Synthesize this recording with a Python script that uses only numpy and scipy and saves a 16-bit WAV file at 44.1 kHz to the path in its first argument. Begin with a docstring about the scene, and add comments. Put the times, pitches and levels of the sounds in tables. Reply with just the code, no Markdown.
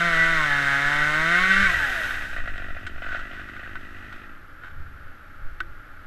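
"""Outdoors, in gusty wind: a two-stroke chainsaw finishes a cut at high revs, coasts down,
idles unevenly and is switched off. The microphone sits in a closed helmet-camera case that rings
near 1.5 kHz. The saw is built from clicks at each firing, gated noise, whining sines and chain hiss.
Filtered noise makes the wind thumping on the case, brushing twigs, single knocks and loud idle pops,
and the distant wash; sines make a far diesel's hum and the faint chirp of the camera electronics."""
import sys
import numpy as np
from scipy import signal
from scipy.io import wavfile
from scipy.ndimage import uniform_filter1d

SR = 44100
rng = np.random.default_rng(int(sys.argv[2]) if len(sys.argv) > 2 else 0)


def boost_factor(decibels):
    """Convert a level in decibels to a linear amplitude factor."""
    exponent = np.asarray(decibels, float) / 20
    return 10 ** exponent


def unload_wav(signal):
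    """Save mono or channel-first audio to the path in sys.argv[1] as 16-bit WAV at rate SR, clipped to [-1, 1]."""
    wavfile.write(
        sys.argv[1],
        SR,
        np.round(np.clip(np.atleast_2d(signal).T, -1, 1) * 32767).astype(np.int16),
    )


N = 267246
T = np.arange(N) / SR
HZ = np.fft.rfftfreq(8192, 1 / SR)
RING_BAND = (1100, 2500)  # Hz, where the case rings: many levels are set in this band
# Engine speed while cutting, coasting down and idling. Each row: time in seconds, crank turns in Hz.
CRANK_SPEED = [(0.0, 169.7), (0.05, 172.3), (0.16, 162.8), (0.32, 165.5), (0.5, 143.4), (0.74, 138.8),
               (1.14, 152.5), (1.24, 161.3), (1.43, 187), (1.5, 190.3), (1.63, 198.7), (1.73, 167.9),
               (1.96, 113.6), (2.14, 82.6), (2.26, 65.43), (2.45, 50.4), (2.55, 48.35), (2.95, 46.76),
               (3.6, 50.7), (4.5, 52.8)]


def read(points, hz):
    """Spectrum value, straight on a log-frequency axis."""
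    f, value = np.transpose(points)
    return np.interp(np.log(hz + 1), np.log(f + 1), value)


def columns(rows):
    """Every column of a curve table after the time, one value a sample."""
    s, *values = np.transpose(rows)
    return [np.interp(T, s, v) for v in values]


def causal(db):
    """Minimum-phase impulse response of a spectrum on HZ."""
    log_gain = np.log(boost_factor(np.maximum(db, -130)))
    circle = np.concatenate([log_gain, log_gain[-2:0:-1]])
    return np.fft.ifft(np.exp(np.conj(signal.hilbert(circle)))).real


def coloured(x, db, lo, hi):
    """Filters x so that white input of rms 1 has rms 1 between lo and hi."""
    inside = (HZ >= lo) & (HZ <= hi)
    return signal.oaconvolve(x, causal(db))[:N] / np.sqrt(np.mean(inside * boost_factor(db) ** 2))


def patchy(db, rate_hz):
    """Gain that wanders at random, with a spread of db and no faster than about rate_hz."""
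    slow = signal.sosfilt(signal.butter(2, rate_hz, fs=SR, output="sos"), rng.standard_normal(N))
    return boost_factor(db * slow / slow.std())


def pulses(at, size):
    """One click at each fractional sample place, shared between its two neighbours."""
    at = np.clip(at, 0, N - 2)
    whole = at.astype(int)
    return np.bincount(whole, size * (1 - at % 1), N) + np.bincount(whole + 1, size * (at % 1), N)


def case_db(hz):
    """Sound through the case wall plus the ringing of the air inside, added as powers."""
    # Resonances of the camera case. Each row: centre in Hz, width in Hz, level in dB.
    resonances = [(1516, 63, 2), (1915.5, 24, -4.5), (2201, 74, -13), (2725, 91, -16.5), (3068, 67, -15),
                  (3680, 140, -20), (5250, 530, -38.5), (6430, 200, -39), (7860, 110, -34)]
    # Sound passing the wall. Each row: frequency in Hz, level in dB.
    wall = [(100, -27), (800, -17), (1050, -22), (1350, -10.5), (1750, -11), (2400, -27), (3500, -23),
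            (4600, -35), (8000, -44), (8800, -48), (10200, -40), (13500, -46.5), (15300, -52)]
    rings = sum(boost_factor(db) ** 2 / (1 + (2 * (hz - f) / width) ** 2) for f, width, db in resonances)
    return 10 * np.log10(rings + boost_factor(read(wall, hz)) ** 2)


def outdoors():
    """Distant wash as steady filtered noise, and the wavering orders of a far diesel as sines."""
    # Wash as heard inside the case. Each row: frequency in Hz, level in dB.
    wash_colour = [(88, -44.5), (150, -6), (234, -10), (279, -6.5), (444, -15), (569, -10.5), (770, -17),
                   (841, -11), (936, -21), (1380, 2.5), (2320, -16.5), (10500, -48.5), (13600, -91),
                   (22000, -120)]
    # Orders of the far diesel. Each row: frequency in Hz, rms level in dB before it wavers.
    orders = [(285.3, -73), (850.6, -76)]
    wash = coloured(rng.standard_normal(N), read(wash_colour, HZ), *RING_BAND)
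    hum = sum(boost_factor(db) * np.sqrt(2) * patchy(3, 3) * np.sin(2 * np.pi * hz * T) for hz, db in orders)
    wash_db = -48
    return boost_factor(wash_db) * patchy(0.27, 23.98) * wash + hum


def camera():
    """A thin high tone switched on for part of every frame, over the microphone's own hiss."""
    chirp_hz, chirp_peak_db = 11440, -66.5
    frame_hz, first_s, burst_s = 60 / 1.001, 0.0079, 0.0074
    on = (T - first_s) % (1 / frame_hz) < burst_s
    envelope = uniform_filter1d(on * 1., 20)  # softens the switching edges
    chirp = boost_factor(chirp_peak_db) * envelope * np.sin(2 * np.pi * chirp_hz * T)
    # white noise at -74.5 dB, tilted gently towards the lows
    hiss = boost_factor(-74.5) * signal.lfilter([1], [1, -.3], rng.standard_normal(N))
    return chirp + hiss


def wind():
    """Lumpy pressure on the case: slow thumps and a rumble above them, both swelling with each gust."""
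    # Each row: time of full strength in seconds, hold in seconds, thump level in dB, rumble level in dB.
    gusts = [(0.104, 1.35, -34, -54.5), (1.62, 0.068, -24, -38.5), (1.77, 0, -41, -39.5),
             (1.885, 0.5, -31, -49.5), (2.43, 0, -20, -46), (2.55, .2, -32, -46), (2.86, .4, -33, -50),
             (3.384, 0.72, -45, -51.5), (4.79, 0.026, -28, -41), (4.94, 0.11, -58, -49.5),
             (5.45, 0.068, -28, -48.5), (5.69, 0.011, -30, -49)]
    # Colour of the thumps. Each row: frequency in Hz, level in dB.
    thump_colour = [(3, 2.5), (10, 12.5), (25, -4), (50, -11.5), (120, -82), (600, -120)]
    # Colour of the rumble. Each row: frequency in Hz, level in dB.
    rumble_colour = [(30, -0.5), (60, 5), (95, 5), (130, -4.5), (200, -24), (400, -26), (1500, -120)]
    rise_db_s, fall_db_s = 130, 118  # dB per second, before and after each gust
    calm_db = (-43, -54)  # thump and rumble between the gusts
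    power = boost_factor(calm_db)[:, None] ** 2 * np.ones(N)
    for s, hold, *db in gusts:
        rise_db = np.minimum(rise_db_s * (T - s), 0)
        fall_db = fall_db_s * np.maximum(T - s - hold, 0)
        power = power + boost_factor(np.array(db)[:, None] + rise_db - fall_db) ** 2
    thump = coloured(rng.standard_normal(N), read(thump_colour, HZ), 5, 40)
    rumble = coloured(rng.standard_normal(N), read(rumble_colour, HZ), 60, 120)
    return np.sqrt(power[0]) * thump + np.sqrt(power[1]) * patchy(1.25, 33) * rumble


def brushing():
    """Twigs scraping past: a dense crackle of random grains of very unequal strength."""
    # Each row: start in seconds, length in seconds, level in dB.
    strokes = [(3.024, 0.21, -33.5), (3.329, .12, -39), (3.946, 0.33, -57), (4.613, 0.11, -44.5)]
    # Colour of the scrape outside the case. Each row: frequency in Hz, level in dB.
    scrape_colour = [(500, -10.5), (1350, 7.5), (1900, -0.5), (3000, 1), (8000, -2.5), (12000, -44)]
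    stroke = sum(boost_factor(db) * np.sin(np.pi * np.clip((T - s) / length, 0, 1)) ** .5
                 for s, length, db in strokes)
    strength = boost_factor(5.3 * np.minimum(rng.exponential(1, N), 3))
    grains = strength * rng.standard_normal(N) * (rng.random(N) < 3000 / SR)  # about 3000 a second
    return stroke * coloured(grains / grains.std(), read(scrape_colour, HZ) + case_db(HZ), *RING_BAND)


def cracks_and_pops():
    """Single knocks and loud idle pops: short dying noise cracks with a low ring of the helmet."""
    # Each row: start in seconds, crack peak in dB, brightness at 8 kHz against 1.5 kHz in dB,
    # time for the noise to die by 60 dB in seconds.
    cracks = [(2.578, -29, 1, .04), (2.8659, -22, 4.5, 0.065), (3.1658, -29, -4, 0.039),
              (3.4858, -29, -8, 0.046), (3.5652, -28, -9, 0.034), (3.6595, -31, -9, 0.042),
              (3.6914, -32, -8, .04), (3.7547, -24, -15, 0.055), (4.1259, -29, -10, .04),
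              (4.1611, -35, -7, 0.036), (4.6354, -29, -30, 0.068), (5.604, -16.5, -2.5, 0.026),
              (5.6118, -32, -16, 0.01)]
    # Colour shared by all cracks. Each row: frequency in Hz, level in dB.
    crack_colour = [(500, -38), (1000, -6), (1300, 0.5), (9000, -2), (12000, -40)]
    # Low ring of the helmet. Each row: frequency in Hz, 60 dB decay time in seconds.
    helmet = [(340, 0.28), (700, 0.049)]
    ring_db = -27  # each helmet tone against the crack's peak
    out = np.zeros(N)
    t = T[:8192]
    ring = sum(np.sin(2 * np.pi * hz * t) * boost_factor(-60 * t / t60) for hz, t60 in helmet)
    octaves = np.log2(np.maximum(HZ, 1000) / 1500) / np.log2(8000 / 1500)
    for (s, db, bright_db, t60), noise in zip(cracks, rng.standard_normal((len(cracks), len(t)))):
        colour_db = read(crack_colour, HZ) + bright_db * octaves  # tilt: 0 at 1.5 kHz, full at 8 kHz
        crack = signal.fftconvolve(noise * boost_factor(-60 * t / t60), causal(case_db(HZ) + colour_db))[:len(t)]
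        part = out[round(s * SR):][:len(t)]
        part += boost_factor(db) * (crack / abs(crack).max() + boost_factor(ring_db) * ring)[:len(part)]
    return out


def by_throttle(shut, idle, values):
    """Moves from the full-throttle value to the shut one, then on to idle."""
    return values[0] + (values[1] - values[0]) * shut + (values[2] - values[1]) * idle


def chain(hz, shut, loud_db):
    """Hiss of the chain: dull in the wood, brighter running free, fading as the clutch lets go."""
    # Chain in the wood or at rest. Each row: frequency in Hz, level in dB.
    dull_colour = [(3000, -5), (6000, 2.5), (9000, 1), (12000, -4), (13800, 1), (15200, -2)]
    # Chain out of the wood. Each row: frequency in Hz, level in dB.
    free_colour = [(7000, -20), (10000, -6), (11800, 9), (13000, -1), (15200, -10)]
    top_band = (12000, 15000)  # Hz
    cutting_db, free_db, resting_db = -62.5, -62.5, -43.5  # the last against the saw's loudness
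    clutch_hz, clutch_db_per_hz = 91.78, 0.4  # below this crank speed the drive fades
    above_idle = np.clip(hz / CRANK_SPEED[-1][1] - 1, 0, .1) * 10
    drive = boost_factor(-clutch_db_per_hz * np.maximum(clutch_hz - hz, 0)) * above_idle
    air = case_db(HZ)
    dull = coloured(rng.standard_normal(N), read(dull_colour, HZ) + air, *top_band)
    free = coloured(rng.standard_normal(N), read(free_colour, HZ) + air, *top_band)
    out = (boost_factor(cutting_db) * drive + boost_factor(loud_db + resting_db) * (1 - drive)) * dull
    return out + boost_factor(free_db) * shut * drive * free


def whines(hz, turns, shut):
    """The crank tone grows with speed; the higher orders light up in the housing resonances."""
    # Whines of sprocket teeth, fan fins and their octaves. Each row: multiple of the crank turns,
    # level in dB, change with the throttle shut in dB, crank speed under which it dies in Hz.
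    orders = [(6, 0, 3, 92), (12, 0, 6, 126), (7, 0, -14, 130), (14, -18, -6, 130)]
    # Resonances each whine excites as it sweeps through. Each row: centre in Hz, width in Hz, level in dB.
    housing = [(640, 120, -45.5), (842, 300, -43), (1090, 97, -41.5), (1330, 210, -36), (1557.5, 79, -39),
               (1697.6, 52.4, -26.5), (1965, 23, -25), (2230, 84, -29.5), (2720, 76, -15)]
    # level at 170 turns a second, dB per octave of speed, change with the throttle shut
    crank_db = -34 + 19 * np.log2(hz / 170) - 10 * shut
    out = boost_factor(crank_db) * patchy(0.96, 8.3) * np.sin(2 * np.pi * turns)
    for k, db, shut_db, end_hz in orders:
        gain = np.sqrt(sum(boost_factor(top) ** 2 / (1 + (2 * (k * hz - f) / width) ** 2) ** 2
                           for f, width, top in housing))
        gain *= boost_factor(db + shut_db * shut) / (1 + (end_hz / hz) ** 24)
        out += gain * patchy(3.3, 7.6) * np.sin(2 * np.pi * k * turns)
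    return np.sqrt(2) * out  # levels above are rms


def firings(hz, turns, shut, idle):
    """One firing a turn: crankcase clicks, exhaust clicks scattered in time and size, and the sizes."""
    # full throttle, just shut, idling
    uneven_db = by_throttle(shut, idle, (.6, 2.8, 5.5))
    scatter_ms = by_throttle(shut, idle ** 1.28, (.02, .15, 2.2))
    at = np.interp(np.arange(1, turns[-1]), turns, np.arange(N))
    i = at.astype(int)
    luck = np.clip(rng.standard_normal((1200, 3))[:len(at)], -2, 2)
    size = boost_factor(uneven_db[i] * (luck[:, 0] - 0.17 * uneven_db[i]))
    late = luck[:, 1:].T * scatter_ms[i] * SR / 1000  # samples
    level = np.sqrt(SR / hz[i])  # evens out the power of clicks at any speed
    # the crank coasts evenly and only stumbles once it idles
    pumped = pulses(at + 0.62 * idle[i] ** 3 * late[0], level)
    fired = pulses(at + late[1], level * size)
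    return pumped, fired, size


def body_buzz(fired):
    """Each firing shakes the metal body, which spreads the click over a few milliseconds."""
    # Clean buzz outside the case. Each row: frequency in Hz, level in dB.
    colour = [(700, -30), (1100, -1), (1500, -4), (2000, 3), (2500, -4), (2900, -6), (4200, -5),
              (6000, -16)]
    t60 = .02  # s
    shake = rng.standard_normal(1024) * boost_factor(-60 * T[:1024] / t60)
    rung = signal.oaconvolve(fired, shake / np.linalg.norm(shake))[:N]
    return coloured(rung, read(colour, HZ) + case_db(HZ), *RING_BAND)


def rasp(turns, size, shut, idle):
    """Noise that swells on each crank turn and follows the firing's strength by half."""
    # Rasp outside the case. Each row: frequency in Hz, level in dB.
    rasp_colour = [(200, -26), (950, -22), (1350, 0), (4000, 0), (7000, 2), (11000, -6), (15000, -30)]
    # Idling metalwork as heard inside the case. 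Each row: frequency in Hz, level in dB.
    rattle_colour = [(530, -51), (900, -45), (1210, -6), (1380, -11), (1490, -3), (1780, -1), (1950, 4),
                     (2230, -21), (2470, -6), (4000, -25.5), (9000, -58), (11700, -92), (19800, -120)]
    beat = by_throttle(shut, idle, (.3, .3, .7))  # depth of the swell, 0-1
    strength = np.sqrt(np.append(1, size))[turns.astype(int)]
    swell = 1 - beat + 1.75 * beat * np.exp(-(turns % 1) / 0.61)
    puff = swell * strength * patchy(0.15, 24)
    puff *= rng.standard_normal(N)
    rattle = idle ** .8  # share of loose metalwork, as power
    out = np.sqrt(1 - rattle) * coloured(puff, read(rasp_colour, HZ) + case_db(HZ), *RING_BAND)
    return out + np.sqrt(rattle) * coloured(puff, read(rattle_colour, HZ), *RING_BAND)


def saw():
    """Crankcase throb, uneven exhaust pops, body buzz, gated rasp, whines and chain hiss, summed."""
    # The saw is worked and lowered. 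Each row: time in seconds, loudness in dB,
    # level of the exhaust pops against the saw's loudness in dB, before the throttle's own offset.
    handling = [(0, -22.5, -3), (.21, -22, -4.5), (.54, -23.5, -9), (1.25, -23, -5), (1.35, -20, -7.5),
                (1.47, -20, -15), (1.64, -18.5, -14.5), (1.88, -23, -10.5), (2.08, -29.5, -16.5),
                (2.45, -34.5, -3.5), (2.95, -40, -1.5), (3.13, -35, 0.5), (3.25, -37.5, -6),
                (3.85, -40.5, -6), (4.15, -40, -8), (4.28, -46.5, -10), (4.5, -63, -6)]
    # Crankcase throb. Each row: frequency in Hz, level in dB.
    throb_colour = [(100, -37.5), (190, 1.5), (260, 3), (350, 0.5), (430, -9.5), (550, -46), (900, -68)]
    # Exhaust pops. Each row: frequency in Hz, level in dB.
    exhaust_colour = [(300, -61), (450, -3.5), (600, 8), (720, 10.5), (850, -13), (1100, -33), (1400, 16.5),
                      (2500, -47.5)]
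    # trigger let go, time for the throttle to close, time to settle to idle, silent after switch-off
    release_s, shut_s, settle_s, stop_s = 1.63, 0.11, 1.111, 4.5
    hz = columns(CRANK_SPEED)[0]
    turns = np.cumsum(hz) / SR
    loud_db, exhaust_db = columns(handling)
    shut = np.clip((T - release_s) / shut_s, 0, 1)
    idle = np.clip((T - release_s) / settle_s, 0, 1)
    # full throttle, just shut, idling; pops and buzz are set against the loudness
    throb_db = by_throttle(shut, idle, (-35.5, -43.5, -43)) + 0.25 * loud_db  # follows it in part
    pop_db = loud_db + by_throttle(shut, idle, (-9, -9, -10)) + exhaust_db
    buzz_db = loud_db + by_throttle(shut, idle, (-3, -16, -18))
    pumped, fired, size = firings(hz, turns, shut, idle)
    out = boost_factor(throb_db) * coloured(pumped, read(throb_colour, HZ), 200, 420) * patchy(1.2, 11)
    out += boost_factor(pop_db) * coloured(fired, read(exhaust_colour, HZ), 500, 900)
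    out += boost_factor(buzz_db) * body_buzz(fired)
    out += boost_factor(loud_db - 3) * rasp(turns, size, shut, idle)
    out += chain(hz, shut, loud_db) + whines(hz, turns, shut)
    return out * np.clip((stop_s - T) / 0.14, 0, 1)  # dies over the last 0.14 s


def scene():
    """All sources, in mono."""
    return (outdoors() + camera() + wind() + brushing() + cracks_and_pops() + saw())[None]


def band_limit(x):
    """A steep low-pass at the top of the band."""
    return signal.sosfilt(signal.butter(12, 15290, fs=SR, output="sos"), x)


def record(dry):
    """Cuts everything above 15180 Hz with a steep filter and finishes the mix."""
    lowpass = signal.firwin(1023, 15180, window=("kaiser", 9), fs=SR)
    mix = signal.oaconvolve(dry, lowpass[None], "same")
    return band_limit(mix)


dry = scene()
out = record(dry)
unload_wav(out)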